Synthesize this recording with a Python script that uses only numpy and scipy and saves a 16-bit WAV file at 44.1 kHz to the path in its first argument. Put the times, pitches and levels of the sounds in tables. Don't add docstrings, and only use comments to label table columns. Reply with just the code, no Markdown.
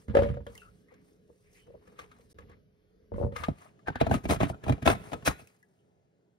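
import sys
import numpy as np
from scipy import signal
from scipy.fft import rfft, irfft, next_fast_len
from scipy.io import wavfile
from scipy.ndimage import uniform_filter1d

SR = 44100
rng = np.random.default_rng(int(sys.argv[2]) if len(sys.argv) > 2 else 0)


def log_audio(samples):
    frames = np.atleast_2d(samples).T
    limited = np.clip(frames, -1, 1)
    pcm = np.round(limited * 32767).astype(np.int16)
    wavfile.write(sys.argv[1], SR, pcm)


def ratio(d):
    e = np.asarray(d, float) / 20
    return 10 ** e


N = 281358

# full contact t/s, knock peak level/dB, thud level/dB re knock, clack level/dB re knock, contact time/s
CHUNK_DROPS = [(0.083, -44, 13.5, -1.5, 0.002), (0.097, -43.5, 16.5, -1, 0.00063),
               (0.108, -42.5, 11.5, -8, 0.00078), (0.143, -33, 4, -18, 0.003),
               (0.1505, -14, -20.5, -11, 0.0012), (0.1695, -10, -24.5, -14.5, 0.0015),
               (0.188, -16, -5.5, -15, 0.0016), (0.221, -20.5, -6, -14.5, 0.0014),
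               (0.233, -28.5, -2, -4.5, 0.0013), (0.243, -36, 12.5, -11, 0.0021),
               (0.256, -29.5, -3.5, -34, 0.0014), (0.289, -39, 8.5, -4.5, 0.0016),
               (0.3, -34.5, 13.5, -13, 0.0014), (0.34, -42, 11.5, -6.5, 0.0017),
               (0.37, -35, 0.5, -15.5, 0.0013), (0.406, -42.5, 1.5, -17, 0.0012),
               (0.466, -37, -5.5, -5, 0.0011), (0.498, -50.5, 6, -8, 0.00087),
               (0.54, -59.5, 9.5, -23, 0.0015), (3.119, -29.5, -2.5, -31.5, 0.00057),
               (3.139, -43, 14.5, -8, 0.0013), (3.16, -39.5, 11, -15, 0.0015),
               (3.182, -27.5, -14, -37, 0.0016), (3.201, -27.5, -3, -37, 0.0021),
               (3.2135, -21.5, -14.5, -38, 0.0011), (3.228, -26.5, -8, -24, 0.0021),
               (3.236, -22, -1, -39, 0.0024), (3.247, -27, 3.5, -41, 0.0018),
               (3.266, -30.5, -8, -48, 0.0016), (3.314, -49, -10, -39, 0.0024),
               (3.322, -41, 3.5, -8.5, 0.0018)]
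BASE_SEATING = [(3.484, -24, 2, -16.5, 0.0019), (4.013, -12.5, -6, -14, 0.002),
                (4.067, -19, -5.5, -14.5, 0.0023), (4.096, -30.5, 2.5, -13.5, 0.0029),
                (4.113, -12.5, -5, -15.5, 0.0024), (4.141, -20.5, 0, -4.5, 0.0025),
                (4.168, -43, 8.5, -22.5, 0.0032), (4.241, -40, 5, -3, 0.0041),
                (4.254, -27.5, 1, -7.5, 0.0022), (4.291, -28, 2.5, -2.5, 0.003),
                (4.298, -18, -4, -6.5, 0.002), (4.308, -16.5, -3.5, -5, 0.0035),
                (4.322, -17.5, -7.5, -29, 0.002), (4.347, -31, -10, -8.5, 0.0017),
                (4.361, -35.5, 5.5, -0.5, 0.0022), (4.404, -22.5, -3, -10, 0.002),
                (4.412, -21.5, 2, -11.5, 0.0022), (4.431, -20.5, 2, -8.5, 0.0025),
                (4.469, -35, -2.5, -8, 0.0022), (4.5, -24.5, -7.5, -34, 0.002), (4.543, -46, 7, -10, 0.002),
                (4.639, -34.5, -2, -4, 0.0025), (4.666, -28.5, 0, -21.5, 0.0022),
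                (4.682, -27, -1.5, -7.5, 0.003), (4.695, -19.5, -1, -9.5, 0.0024),
                (4.703, -30, 10.5, -16, 0.002), (4.723, -30.5, 6, -1.5, 0.0024),
                (4.737, -45.5, -4, -24, 0.0022), (4.78, -43, -1.5, -9.5, 0.0022),
                (4.825, -38.5, 9.5, 0.5, 0.0032), (4.857, -24, -6, -2.5, 0.0035),
                (4.863, -18, 1.5, -1, 0.0024), (4.875, -10.5, -12.5, -0.5, 0.0016),
                (4.885, -19, -5.5, -16.5, 0.0033), (4.901, -16, -6, -5, 0.0022),
                (4.926, -32.5, 1, -12.5, 0.0027), (4.951, -34.5, -0.5, -4.5, 0.0025),
                (4.999, -47.5, 6, -9.5, 0.0017), (5.041, -52, 4, -25, 0.0018),
                (5.071, -45.5, 5, -20, 0.0019), (5.12, -32, -3, -6, 0.0022), (5.132, -23, -12, -6, 0.0022),
                (5.139, -29, -9, -9.5, 0.0019), (5.225, -53, 7, 4, 0.0022), (5.264, -34.5, -4, 7, 0.0044),
                (5.276, -16.5, -5.5, -1, 0.0027), (5.29, -31.5, -3.5, -10.5, 0.0019),
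                (5.395, -45, -10.5, -6, 0.0032), (5.417, -52.5, 4, -10, 0.0026)]
BASE_TOUCHES = [(3.864, -53.5, -5, 5, 0.003), (3.875, -36, -4, 3, 0.003), (3.883, -21.5, -9, -6.5, 0.0012),
                (3.901, -33.5, 2.5, -10, 0.002), (3.956, -28, -5, -1.5, 0.0011)]
BOWL_HANDLING = [(0.922, -51.5, -20, -18, 0.0017), (0.94, -57, -1, 0, 0.0025),
                 (1.302, -49, -18.5, -40, 0.0061), (1.683, -48.5, -8, -38, 0.0065),
                 (1.705, -44.5, -19, -38, 0.0044), (1.752, -43.5, -25.5, -46, 0.0063),
                 (1.875, -52.5, -23.5, -2.5, 0.0026), (1.926, -57.5, -16.5, -13, 0.0023),
                 (1.991, -48.5, -9, 12.5, 0.002), (1.997, -48.5, -6.5, 6.5, 0.002),
                 (2.023, -75.5, 17, -16, 0.0014), (2.041, -63, -3.5, -10, 0.0017),
                 (2.116, -67.5, -16, 19, 0.0025), (2.196, -57.5, -1, -14, 0.0016),
                 (2.313, -73.5, 9.5, -12, 0.00227), (2.357, -65.5, 14.5, -20, .003),
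                 (2.386, -49.5, 1, 5, 0.00098), (2.406, -52.5, -6, -7, 0.0024),
                 (2.455, -65, -10, -24, 0.0022), (2.497, -57, 0, 0, 0.0025), (2.515, -68.5, 6, 12, 0.0022),
                 (3.364, -40, -2.5, 12, 0.0028), (3.385, -49, -10.5, 5, 0.0025),
                 (3.399, -55, 18, -16, 0.0026), (3.422, -52, 8, -11, 0.0022), (3.437, -45, 2.5, 21, 0.0013),
                 (3.445, -52, 0.5, 14.5, 0.0024), (3.46, -59, 4.5, -4, 0.0014),
                 (3.792, -76, -19, 17, 0.0023)]
BAND_EDGES_HZ = (42, 300, 1000, 4500, 16000)
# f/Hz, level/dB within its band, t60/s
JAR_MODES = [(66.7, -4, 0.55), (74, -4.5, .12), (90, 5.5, 0.14), (124, -2, 0.19), (213, 1, 0.12),
             (397, -19, 0.25), (474.4, -4, 0.21), (525, -1, .035), (567, -1, 0.17), (652, -5.5, 0.014),
             (770, -14, 0.054), (900, -10.5, 0.045), (1002, -16, 0.15), (1230, -7.5, 0.064),
             (1430, -9, 0.054), (1696, -8.5, 0.04), (1860, -16, 0.028), (2100, -14, 0.05),
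             (3020, -16, 0.014)]
BASE_MODES = [(77, -9, 0.038), (114.7, -7.5, 0.051), (128, -2, 0.14), (191.4, -1, 0.051), (250, 0, 0.05),
              (306.2, -9.5, 0.0512), (388.6, -11, 0.087), (472, -11, 0.098), (658, 7, 0.036),
              (796, -3, 0.04), (1045.7, 5, 0.05), (1303, 1, 0.09), (1541, 1.5, 0.034), (1674, -1.5, 0.023),
              (1915, -11.5, 0.025), (2110, -7.5, 0.035), (2210, -3, 0.04), (2462, 0, 0.063),
              (2700, -6, 0.034), (2836, -7, 0.04), (3260, -11.5, 0.045), (3344, -6.5, 0.035),
              (3490, -10, 0.012), (3853, -3.5, .035)]
FOOT_MODES = [(99.5, -1, .08), (138.6, -3.5, 0.044), (250, -2, 0.076), (398, -18.5, 0.092),
              (498, -11, 0.059), (700, -1, 0.0248), (810, 6, .025), (972, -7.5, 0.041), (1285, -4, 0.043),
              (1543, 2.5, 0.052), (1638, 0, .045), (1829, -6.5, 0.043), (2430, -16, 0.036),
              (2923, -31, .03), (3470, -17, 0.012)]
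BOWL_MODES = [(79.2, -1, 0.2), (145.4, -7.5, 0.099), (294, -11, 0.15), (480.4, 12.5, 0.11), (530, 4, 0.059),
              (950, -31.5, 0.097), (1137, 5.5, 0.051), (1218, 8.5, 0.074), (1320, -6, .06),
              (1632, 5, 0.046), (1970, -6.5, 0.014), (2062, 3, 0.041), (2390, -5, 0.021), (2845, -6, 0.036),
              (3880, -14.5, .04)]
# share/0-1, t60/s, dulls above f/Hz
JAR_RATTLE = [(0.2, 0.44, 43), (0.06, 0.25, 454), (0.29, 0.14, 350), (1, 0.035, 11000)]
BASE_RATTLE = [(0.42, 0.1, 350), (0.17, 0.12, 810), (0.33, 0.059, 680), (1, 0.04, 36000)]
TOUCH_RATTLE = [(.25, .06, 130), (.2, .05, 500), (.3, .06, 1200), (1, .04, 9000)]
BOWL_RATTLE = [(0.27, 0.065, 77), (0.052, 0.57, 130), (0.28, 0.056, 1700), (1, 0.041, 6600)]
# level/dB re knock, share of the clack level it follows, rise/dB for each doubling of contact time
JAR_CRACK = (-15.5, 0.98, 1.9)
BASE_CRACK = (-11.5, 1, 6.2)
TOUCH_CRACK = (-19.5, 0.8, 1.5)
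BOWL_CRACK = (-8.5, 0.68, 1.5)
# start t/s, ring peak level/dB, centre f/Hz, ring t60/s, snap level/dB re ring
TICKS = [(0.289, -53, 3080, 0.059, -6), (0.467, -53, 3180, 0.045, 9), (3.141, -49.5, 1084, 0.052, -27),
         (3.156, -61, 2006, 0.11, -23), (3.183, -49, 1035, .05, -25), (3.234, -59, 1380, 0.11, -25),
         (0.553, -50.5, 2070, 0.064, 12.5), (0.5773, -47.5, 2980, 0.03, 11),
         (0.618, -51.5, 1430, 0.052, -14.5), (0.8846, -62, 1980, 0.092, -5), (5.473, -55, 2400, 0.03, 14.5),
         (5.628, -56, 1725, 0.063, 0.5), (5.7887, -76, 3110, 0.15, -8)]
# middle t/s, length/s, level/dB, treble level/dB re mid
STROKES = [(0.0, 0.089, -72.5, 7), (0.212, 0.16, -49.5, -15), (0.551, 0.18, -66, 2.5),
           (0.77, 0.14, -85.5, 8), (0.926, 0.1, -72.5, -14), (1.078, 0.15, -80, 5.5),
           (1.436, 0.45, -84.5, 7), (1.565, 0.093, -81.5, 14.5), (1.726, 0.17, -77, -25),
           (1.89, 0.15, -69.5, -8), (2.006, 0.068, -57.5, -8), (2.125, 0.15, -68.5, -9),
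           (2.312, 0.036, -86, 21.5), (2.223, 0.11, -85, 10), (2.392, .03, -64, -17),
           (2.424, 0.031, -67, -19), (2.513, 0.082, -67, -30), (2.852, 0.61, -89.5, -8.5),
           (3.204, 0.11, -66.5, -3), (3.407, 0.12, -49, -8.5), (3.615, 0.13, -60, -6.5),
           (3.93, 0.03, -58.5, -31.5), (3.985, .05, -60, -23), (4.037, 0.092, -47.5, -20),
           (4.008, 0.014, -38, -13), (4.134, 0.061, -40.5, -6), (4.315, 0.053, -36, -1.5),
           (4.425, 0.058, -36.5, -12), (4.496, 0.032, -48.5, -3.5), (4.681, 0.1, -46.5, -14.5),
           (4.896, 0.055, -30, -7.5), (5.065, 0.17, -56, -4.5), (5.269, 0.029, -31.5, 4.5),
           (5.302, 0.043, -42, -6), (5.396, 0.045, -64, 3), (5.485, 0.18, -75.5, 2.5),
           (5.743, 0.33, -89.5, 3.5)]
# f/Hz, relative level/dB per Hz
RUB_MID = [(410, -34), (700, -4.5), (884, -6.5), (1260, -5.5), (1420, -13), (2200, -10.5), (4500, -28),
           (5850, -57), (9900, -120)]
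RUB_TREBLE = [(2650, -17.5), (4500, -11.5), (6460, -11), (7180, -13.5), (7370, -16), (8070, -3.5),
              (11100, -9), (16000, -13)]
# start t/s, length/s, rms level/dB before the swell, f/Hz, width of each of two equal poles/Hz
WHISPERS = [(0.581, .11, -63, 2700, 250), (0.618, 0.12, -61, 1326, 200), (0.887, 0.19, -73.5, 2100, 700),
            (1.422, 0.25, -76.5, 2200, 890), (1.542, 0.13, -68, 2420, 700), (1.543, .09, -71, 2000, 218),
            (2.105, 0.062, -70, 1340, 400), (3.944, 0.058, -47, 1606, 300), (4.624, .03, -64, 1700, 250),
            (1.581, 0.15, -74, 3040, 200), (4.522, 0.054, -55, 1370, 200), (5.252, .045, -37.5, 2520, 200),
            (5.256, .04, -43, 3324, 200), (5.385, 0.049, -60, 2600, 296)]
# f/Hz, t60/s
KITCHEN_DECAY = [(80, 0.3), (500, 0.17), (2000, 0.45), (6000, 0.38), (14000, 0.66)]
# f/Hz, relative level/dB per Hz
AIR_EARLY = [(15, -40), (25, -6), (53, -4.5), (190, -9.5), (384, -15.5), (427, -7.5), (695, -27.5),
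             (818, -34.5), (1840, -34.5), (5730, -42), (7920, -58), (11600, -38.5), (16000, -56)]
AIR_LATE = [(12, -52.5), (20, -22), (55, -18.5), (134, -3), (262, -12.5), (422, -10.5), (513, -14.5),
            (624, -13), (1220, -31), (1330, -27), (1480, -28.5), (5850, -41), (7310, -39), (16000, -49)]
# t/s, level/dB
AIR_LEVEL = [(0, -66), (.7, -63.5), (1.2, -66.5), (1.45, -69), (1.9, -63), (2.3, -65.5), (2.45, -60.5),
             (2.7, -69.5), (3.1, -66.5), (3.8, -65.5), (5.3, -55), (5.55, -73.5), (5.9, -72.5), (6.1, -74),
             (6.38, -75.5)]
# start t/s, end t/s
AIR_FADE = (3.4, 3.6)
# f/Hz, sine peak level/dB re rms of the air, before wavering
HUM = [(122, -19), (183, -11), (420, -8)]
# f/Hz, level/dB
MIC = [(20, -6.5), (45, -0.5), (80, 3), (4000, 2), (7300, 3.5), (10000, -3), (12500, -4), (15700, -11),
       (16100, -66)]
# f/Hz, likeness/0-1, left lead beyond the delay/rad, left minus right level/dB
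PORTS = [(40, .96, -.1, -1.5), (135, .72, -.15, -3), (240, .75, .4, -1), (565, .75, .6, 1.5),
         (1000, .65, 1.8, 6), (1300, .5, 1.0, 5), (1700, .5, -1.2, 3), (2600, .4, .3, 0),
         (4100, .5, 1.6, -1), (5000, .55, .7, -.5), (7800, .85, .3, 0), (11500, .85, -.6, 0),
         (15700, .75, .3, .5)]
# silent from t/s, silent to t/s
DROPOUT = (2.331, 2.343)


def evened(x):
    return x / np.sqrt(np.mean(x ** 2) + 1e-20)


def peaked(x):
    return x / (abs(x).max(-1, keepdims=True) + 1e-20)


def read(points, hz, axis=1):
    table = np.transpose(points)
    return np.interp(np.log(hz + 1), np.log(table[0] + 1), table[axis])


def add(mix, s, sound):
    part = mix[:, round(s * SR):][:, :sound.shape[1]]
    part += sound[:, :part.shape[1]]


def noise(spectrum, patchy_db, size):
    frames, hz = 4 * N // size + 5, np.fft.rfftfreq(size, 1 / SR)
    a, b, c, d, patches = rng.standard_normal((frames, len(hz), 5)).T
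    patches = uniform_filter1d(patches, size=8, axis=0)
    patches = evened(uniform_filter1d(patches, size=10, axis=1))
    level_db = read(spectrum, hz)[:, None] + patchy_db * patches
    z = np.array([a + 1j * b, c + 1j * d]) * ratio(level_db)
    return evened(signal.istft(z, nperseg=size, noverlap=3 * size // 4)[1][:, :N])


def blows(rows, modes, rattle, crack, spread_db, octave_db, strike):
    size = 6000
    plain_contact = 0.002
    thud_lag = 0.00035
    t, out = np.arange(size) / SR, np.zeros((2, N))
    hz, db, t60 = np.array(modes)[:, :, None].transpose(1, 0, 2)
    closing = np.cos(np.pi / 2 * t / t[-1]) ** 0.5
    db = db + octave_db * np.log2(np.maximum(hz / 1850, 1))
    fades = ratio(db - 60 * t / t60) * closing
    fickle = np.minimum(hz[:, 0] / 1200, 1)
    edges = list(zip(BAND_EDGES_HZ, BAND_EDGES_HZ[1:]))
    bands = [signal.butter(2, edge, "bandpass", fs=SR, output="sos") for edge in edges]
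    soft = [signal.butter(4, 1.2 * hi, fs=SR, output="sos") for lo, hi in edges]
    for s, knock_db, weight_db, hard_db, contact in rows:
        contact = np.clip(contact, 1 / 2000, 1 / 120)
        crack_db = crack[0] + crack[1] * hard_db + crack[2] * np.log2(contact / plain_contact)
        levels_db = knock_db + np.array([weight_db, 0, hard_db, crack_db])

        detune = 1 + 0.03 * fickle[:, None] ** 2 * rng.standard_normal(hz.shape)
        rings = fades * np.sin(2 * np.pi * hz * detune * t)
        spot = ratio(spread_db * fickle * rng.standard_normal((2, len(hz))))
        flip_odds = [fickle ** 2 / 2, 0 * fickle + 0.5]
        spot *= np.where(rng.random(spot.shape) < flip_odds, -1, 1)

        u = t / contact
        swell_in = np.exp(-abs(u - 4) * np.where(u < 4, 1, 1.5))
        grit = swell_in[:2000] * rng.standard_normal((2, 2000)) ** 3
        grit = grit / np.linalg.norm(grit, axis=1, keepdims=True)
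        grit[:, round(4 * contact * SR)] += strike * (plain_contact / contact) ** 2

        hiss = rng.standard_normal((len(bands), 2, size))
        for k, (lo, hi) in enumerate(edges):
            inside = ((hz >= lo) & (hz < hi))[:, 0]
            share, dies, dull_hz = rattle[k]
            ring = signal.fftconvolve(spot[:, inside] @ rings[inside], grit, axes=1)[:, :size] * closing
            ring = peaked(signal.sosfilt(soft[k], ring))
            rattle_swell = signal.lfilter([1], [1, -ratio(-60 / (dies * SR))], swell_in)
            buzz = signal.sosfilt(bands[k], hiss[k] * rattle_swell * closing)
            buzz = peaked(signal.sosfilt(bands[k], buzz))
            dull = np.exp(-2 * np.pi * dull_hz / SR)
            buzz = peaked(signal.lfilter([1], [1, -dull], buzz))
            body = peaked(max(1 - share, 0) * ring + share * buzz)
            add(out, s - 4 * contact + thud_lag * (k == 0), ratio(levels_db[k]) * body)
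    return out


def chunk_drops():
    return blows(CHUNK_DROPS, JAR_MODES, JAR_RATTLE, JAR_CRACK, spread_db=0.0, octave_db=1.5, strike=2.2)


def bowl_handling():
    return blows(BOWL_HANDLING, BOWL_MODES, BOWL_RATTLE, BOWL_CRACK, spread_db=4.0, octave_db=1.0, strike=1.6)


def base_touches():
    return blows(BASE_TOUCHES, FOOT_MODES, TOUCH_RATTLE, TOUCH_CRACK, spread_db=2.2, octave_db=0, strike=1.5)


def base_seating():
    return blows(BASE_SEATING, BASE_MODES, BASE_RATTLE, BASE_CRACK, spread_db=7.0, octave_db=-2.5, strike=3.2)


def ticks():
    spread, snap_t60, attack = 0.0423, 0.0196, 0.00083
    t, out = np.arange(6000) / SR, np.zeros((2, N))
    for s, db, hz, t60, snap_db in TICKS:
        detune, start = 1 + spread * rng.standard_normal((8, 2, 1)), rng.random((8, 2, 1))
        turns = hz * detune * t
        ring = np.sin(2 * np.pi * (turns + start)).sum(0) * ratio(-60 * t / t60)
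        ring = peaked(ring * (1 - np.exp(-t / attack)))
        snap = np.diff(rng.standard_normal((2, len(t))), prepend=0)
        snap = peaked(snap * ratio(-60 * t / snap_t60))
        add(out, s, ratio(db) * (ring + ratio(snap_db) * snap))
    return out


def rubbing():
    slips = ratio(3 * np.minimum(rng.exponential(1, N), 3)) * (rng.random(N) < 90 / SR)
    grain = evened(5 + signal.oaconvolve(slips, np.hanning(600))[:N])
    t = np.arange(0, N, 64) / SR
    middle, length, db, bright_db = np.array(STROKES).T[:, :, None]
    u = 2 * (t - middle) / length
    start_db, end_db = -14.5, -6
    swell = ratio(db + np.where(u < 0, start_db, end_db) * u ** 2)
    full_t = np.arange(N) / SR
    mid = np.interp(full_t, t, swell.sum(0)) * noise(RUB_MID, patchy_db=3.0, size=256)
    treble = np.interp(full_t, t, (swell * ratio(bright_db)).sum(0))
    treble = treble * noise(RUB_TREBLE, patchy_db=2.0, size=256)
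    return grain * (mid + treble)


def whispers():
    out = np.zeros((2, N))
    t = np.arange(8000) / SR
    for s, length, db, hz, width in WHISPERS:
        r = np.exp(-np.pi * width / SR)
        slow = rng.standard_normal((2, len(t))) + 1j * rng.standard_normal((2, len(t)))
        slow = signal.lfilter([1], [1, -2 * r, r * r], slow)
        tone = evened((slow * np.exp(2j * np.pi * hz * t)).real)
        swell = np.sin(np.pi * np.minimum(t / length, 1) ** 0.5) ** 2
        add(out, s, ratio(db) * swell * tone)
    return out


def kitchen(x):
    taps = np.zeros((2, SR // 2))
    at = np.arange(200, SR // 2 - 20, 20)
    at = at + rng.integers(0, 20, (2, len(at)))
    np.put_along_axis(taps, at, rng.choice([-1., 1.], at.shape), 1)
    hz, t, z = signal.stft(taps, SR, nperseg=512)
    tail = signal.istft(z * ratio(-60 * t / read(KITCHEN_DECAY, hz)[:, None]), SR, nperseg=512)[1]
    return signal.fftconvolve(x, tail / np.linalg.norm(tail[0]), axes=1)[:, :N]


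def room_tone():
    t = np.arange(N) / SR
    waver = evened(uniform_filter1d(rng.standard_normal((len(HUM), N)), size=8000, axis=1))
    hum = sum(ratio(db + 1.3 * w) * np.sin(2 * np.pi * hz * t) for (hz, db), w in zip(HUM, waver))
    turn = np.interp(t, AIR_FADE, (0, np.pi / 2))
    air = np.cos(turn) * noise(AIR_EARLY, patchy_db=3.0, size=2048)
    air = air + np.sin(turn) * noise(AIR_LATE, patchy_db=1.8, size=2048)
    return ratio(np.interp(t, *np.transpose(AIR_LEVEL))) * (air + hum)


def scene():
    near = chunk_drops() + bowl_handling() + base_touches() + base_seating()
    near = signal.sosfilt(signal.butter(2, 51, "highpass", fs=SR, output="sos"), near)
    near = near + ticks() + whispers()
    return near + ratio(-16) * kitchen(near) + rubbing() + room_tone()


def low_pass(x):
    return signal.sosfilt(signal.butter(12, 16400, fs=SR, output="sos"), x)


def record(dry):
    size = next_fast_len(N + 4096)
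    hz, fields = np.fft.rfftfreq(size, 1 / SR), rfft(dry, size)
    a, b = fields * ratio(read(MIC, hz))
    same = np.clip(read(PORTS, hz), 0, 1)
    port_delay = 0.00019
    lead = 2 * np.pi * hz * port_delay + read(PORTS, hz, axis=2)
    tilt = np.exp(0.5j * lead) * ratio(read(PORTS, hz, axis=3) / 2)
    left = a * tilt
    right = (same * a + np.sqrt(1 - same ** 2) * b) / tilt
    pair = irfft(np.array([left, right]), size)[:, :N]
    t = np.arange(N) / SR
    gate = np.clip(np.maximum(DROPOUT[0] - t, t - DROPOUT[1]) / 0.002, 0, 1)
    return low_pass(pair * gate)


dry = scene()
out = record(dry)
log_audio(out)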